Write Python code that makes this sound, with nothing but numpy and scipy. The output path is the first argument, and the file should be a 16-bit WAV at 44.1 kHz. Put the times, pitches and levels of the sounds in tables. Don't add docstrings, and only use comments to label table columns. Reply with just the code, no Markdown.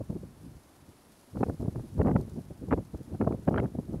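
import sys
import numpy as np
from scipy import signal
from scipy.fft import rfft, irfft, next_fast_len
from scipy.io import wavfile
from scipy.ndimage import uniform_filter1d, map_coordinates

SR = 44100
rng = np.random.default_rng(int(sys.argv[2]) if len(sys.argv) > 2 else 0)


def master_out(mix):
    frames = np.transpose(np.atleast_2d(mix))
    ceiling = np.clip(frames, -1, 1)
    pcm = np.round(ceiling * 32767).astype(np.int16)
    wavfile.write(sys.argv[1], SR, pcm)


N = 176400

TREE_SPECTRUM = [(25, -49), (70, -26), (150, -6), (270, -0.5), (400, -7.5), (950, -12.5), (2200, -23.5),
                 (5000, -35)]
HISS_SPECTRUM = [(200, 8.5), (2000, -1.5), (4500, 2.5), (8000, -0.5), (9500, 2.5), (11200, 3.5),
                 (13000, -4), (15600, -26)]
TICK_SPECTRUM = [(1500, -36), (4200, 1.5), (11000, -2.5), (15000, -6)]
ROLL_SPECTRUM = [(30, -14.5), (95, 0), (190, -3.5), (400, -20), (1000, -78)]
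RASP_SPECTRUM = [(100, -28), (480, 4), (850, -1.5), (1280, -5.5), (1900, -16), (2700, -26.5), (3900, -46.5),
                 (6000, -84)]
EDDY_SPECTRUM = [(30, -6), (110, 0.5), (230, 0.5), (450, -8.5), (750, -20), (1200, -36.5), (1800, -57.5),
                 (2800, -79), (5000, -105)]

# t/s, level/dB
HISS_LEVELS = [(0, -68), (1.45, -65.5), (2.0, -66.5), (4.0, -68)]
# t/s, relative level/dB
GRAIN_TICKS = [(1.21, -54.5), (2.2098, -46), (3.493, -53)]
# t/s, relative level/dB
RASP_EVENTS = [(.125, -37), (1.356, -34.5), (1.369, -30), (1.406, -31), (1.429, -20), (1.433, -25),
               (1.466, -38), (1.495, -30), (1.656, -38.5), (1.757, -31.5), (1.793, -38), (1.978, -35.5),
               (1.998, -30.5), (2.013, -19.5), (2.046, -32), (2.069, -24.5), (2.081, -22.5), (2.094, -27),
               (2.112, -25.5), (2.160, -18), (2.204, -37.5), (2.708, -25), (2.714, -24), (2.724, -17.5),
               (2.732, -19), (2.775, -34), (2.945, -40), (3.105, -41), (3.124, -39), (3.147, -38),
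               (3.211, -21), (3.222, -31.5), (3.244, -31), (3.275, -29.5), (3.322, -27), (3.476, -23.5),
               (3.483, -23.5), (3.513, -35.5), (3.541, -24), (3.559, -27.5), (3.575, -24.5), (3.580, -21),
               (3.589, -27.5), (3.597, -23.5), (3.63, -35), (3.644, -34), (3.656, -33.5), (3.786, -37),
               (3.934, -40)]
# t/s, relative speed
RASP_FLOW = [(1.431, .88), (2.72, .94), (3.45, .93), (3.58, 1.197), (3.7, 0.88)]
# t/s, relative level/dB, half length/s
THUMP_EVENTS = [(0.103, -19, 0.0017), (1.414, -20.5, 0.0011), (1.435, -14.5, 0.00032), (1.685, -19, .0015),
                (1.988, -16.5, 0.0026), (2, -13, 0.0016), (2.013, -17, 0.0019), (2.156, -13, 0.0015),
                (2.191, -20, 0.0023), (2.724, -19, 0.00082), (3.227, -14, 0.00066), (3.276, -17, 0.00045),
                (3.483, -15.5, 0.001)]
# t/s, relative level/dB
BREEZE_LEVELS = [(0, -53), (.2, -45), (.33, -56.5), (.48, -47.5), (.62, -64), (1.29, -67.5), (1.38, -43),
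                 (1.57, -53.5), (1.9, -48), (2.07, -33), (2.3, -45), (2.56, -53), (2.76, -44.5), (2.9, -55),
                 (3.28, -49.5), (3.42, -46), (3.84, -47.5), (4.0, -38)]
# t/s, relative level/dB, width scale/s
PUFF_EVENTS = [(0.012, -33, 0.0076), (.105, -30, 0.0062), (.13, -36.5, 0.0036), (0.163, -35, 0.0098),
               (0.237, -37.5, .0065), (0.464, -45.5, 0.0068), (0.558, -44, 0.0096), (0.831, -51.5, 0.0078),
               (0.893, -49, 0.0066), (1.338, -43.5, 0.0067), (1.373, -32.5, 0.015), (1.413, -27.5, 0.0059),
               (1.433, -24.5, 0.0037), (1.468, -32.5, 0.0045), (1.493, -29, 0.01), (1.531, -36, 0.012),
               (1.607, -31, 0.0041), (1.623, -34.5, 0.021), (1.656, -31, 0.0057), (1.684, -29, 0.0046),
               (1.777, -33, 0.025), (1.848, -40.5, 0.0082), (2.005, -28, 0.017), (2.073, -24, 0.021),
               (2.113, -25, 0.0075), (2.157, -24.5, 0.0063), (2.185, -32, 0.025), (2.332, -35.5, 0.0038),
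               (2.38, -36, 0.016), (2.512, -39.5, 0.0067), (2.629, -37, .015), (2.692, -34.5, 0.011),
               (2.731, -23.5, 0.012), (2.787, -30, 0.012), (2.948, -33, 0.0063), (3.006, -41, 0.011),
               (3.078, -40, 0.00361), (3.136, -32, .014), (3.214, -26, 0.0081), (3.238, -29, 0.011),
               (3.275, -23.5, 0.0062), (3.31, -30, 0.018), (3.347, -26.5, 0.0047), (3.394, -40.5, 0.008),
               (3.484, -19.5, 0.0058), (3.515, -26.5, 0.0036), (3.536, -29.5, .013), (3.573, -28, .017),
               (3.598, -23, 0.00508), (3.64, -27.5, 0.017), (3.754, -35, 0.007), (3.792, -28.5, 0.0062),
               (3.899, -34.5, 0.0098), (3.94, -31, 0.012), (3.972, -34.5, 0.0072)]

TREES_DB = -60
TICK_RISE_S, TICK_GAIN_DB = 0.0027, -9
RUSTLE_COUNT, RUSTLE_DB, RUSTLE_SPREAD_DB = 90, -58.5, 5
ROLL_AT_S, ROLL_HALF_S, ROLL_DB = 2.07, .12, -30
RASP_RISE_S, RASP_GAIN_DB, THUMP_GAIN_DB, GUST_GAIN_DB = .0028, -6, -4.5, 1.19
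RASP_REFERENCE_DB, RASP_BRIGHTENING = -25, .15
GUST_REFERENCE_DB, GUST_BRIGHTENING = -30, .23
FLUTTER_DB, FLUTTER_PER_S, SPEED_JITTER = 3.5, 150, .2
PUFF_EDGE = .045
PORT_HZ, TOP_HZ = 54, 15700


def amp(db):
    return 10 ** (np.asarray(db) / 20)


def unit(x):
    return x / np.sqrt(np.mean(x ** 2) + 1e-20)


def wobble(rate):
    return map_coordinates(rng.standard_normal(4096), [np.arange(N) * rate / SR], mode="wrap")


def noise(spectrum, size=N):
    m = next_fast_len(size + 8192)
    hz, db = np.transpose(spectrum)
    log_f = np.log(np.fft.rfftfreq(m, 1 / SR) + 1)
    gain = amp(np.interp(log_f, np.log(hz), db))
    return unit(irfft(rfft(rng.standard_normal(m)) * gain, m)[:size])


def steady(x, window_s):
    power = x ** 2
    for _ in range(2):
        power = uniform_filter1d(power, max(int(window_s * SR), 2))
    return x / np.sqrt(np.abs(power) + 1e-9)


def bursts(events, rise_s):
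    age = np.arange(SR // 10) / SR / rise_s
    shape = (age * np.exp(1 - age)) ** 2
    envelope = np.zeros(N + SR)
    for s, db in events:
        envelope[int(max(s, 0) * SR):][:len(age)] += amp(db) * shape
    return envelope[:N]


def convected(eddies, speed):
    return map_coordinates(eddies, [np.cumsum(speed)], mode="wrap")


def trees_and_hiss():
    hiss_db = np.interp(np.arange(N) / SR, *np.transpose(HISS_LEVELS))
    trees = amp(TREES_DB) * noise(TREE_SPECTRUM)
    hiss = amp(hiss_db + 1.1 * wobble(55)) * noise(HISS_SPECTRUM)
    return trees + hiss


def snow_grains():
    times = rng.uniform(0, N / SR, RUSTLE_COUNT)
    levels_db = RUSTLE_DB + RUSTLE_SPREAD_DB * rng.uniform(-1.4, 1, RUSTLE_COUNT)
    envelope = bursts([*GRAIN_TICKS, *zip(times, levels_db)], TICK_RISE_S)
    return amp(TICK_GAIN_DB) * envelope * noise(TICK_SPECTRUM)


def roll():
    u = (np.arange(N) / SR - ROLL_AT_S) / ROLL_HALF_S
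    return amp(ROLL_DB) * np.exp(-u ** 4) * steady(noise(ROLL_SPECTRUM), window_s=0.018)


def rasps():
    envelope = bursts(RASP_EVENTS, RASP_RISE_S)
    flow = np.interp(np.arange(N) / SR, *np.transpose(RASP_FLOW))
    speed = flow * (envelope / amp(RASP_REFERENCE_DB) + 0.011) ** RASP_BRIGHTENING
    turbulence = steady(noise(RASP_SPECTRUM), window_s=0.007)
    return amp(RASP_GAIN_DB) * envelope * convected(turbulence, speed)


def thumps():
    t, pressure = np.arange(N) / SR, np.zeros(N)
    for s, db, half_s in THUMP_EVENTS:
        u = np.clip((t - s) / half_s, -10, 10)
        pressure -= amp(db + THUMP_GAIN_DB) * u * np.exp((1 - u ** 2) / 2)
    return pressure


def gust_level_db():
    t = np.arange(N) / SR
    power = amp(np.interp(t, *np.transpose(BREEZE_LEVELS))) ** 2
    for s, db, width_s in PUFF_EVENTS:
        near = abs(t - s) < 10 * width_s
        u = (t[near] - s) / width_s
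        power[near] += (amp(db) * np.exp(-PUFF_EDGE * u ** 2) / np.cosh(u)) ** 2
    return 10 * np.log10(power) + FLUTTER_DB * np.tanh(wobble(FLUTTER_PER_S))


def buffeting():
    level_db = gust_level_db()
    jitter = np.exp(SPEED_JITTER * np.tanh(wobble(FLUTTER_PER_S)))
    speed = amp(GUST_BRIGHTENING * (level_db - GUST_REFERENCE_DB)) * jitter
    eddies = steady(noise(EDDY_SPECTRUM), window_s=0.012)
    return amp(level_db + GUST_GAIN_DB) * convected(eddies, speed)


def scene():
    port = signal.butter(2, PORT_HZ, "highpass", fs=SR, output="sos")
    wind = signal.sosfilt(port, buffeting() + roll() + thumps() + rasps())
    return (wind + trees_and_hiss() + snow_grains())[None]


def record(dry):
    m = next_fast_len(N + 8192)
    passband = np.fft.rfftfreq(m, 1 / SR) < TOP_HZ
    return irfft(rfft(dry, m) * passband, m)[..., :N]


dry = scene()
out = record(dry)
master_out(out)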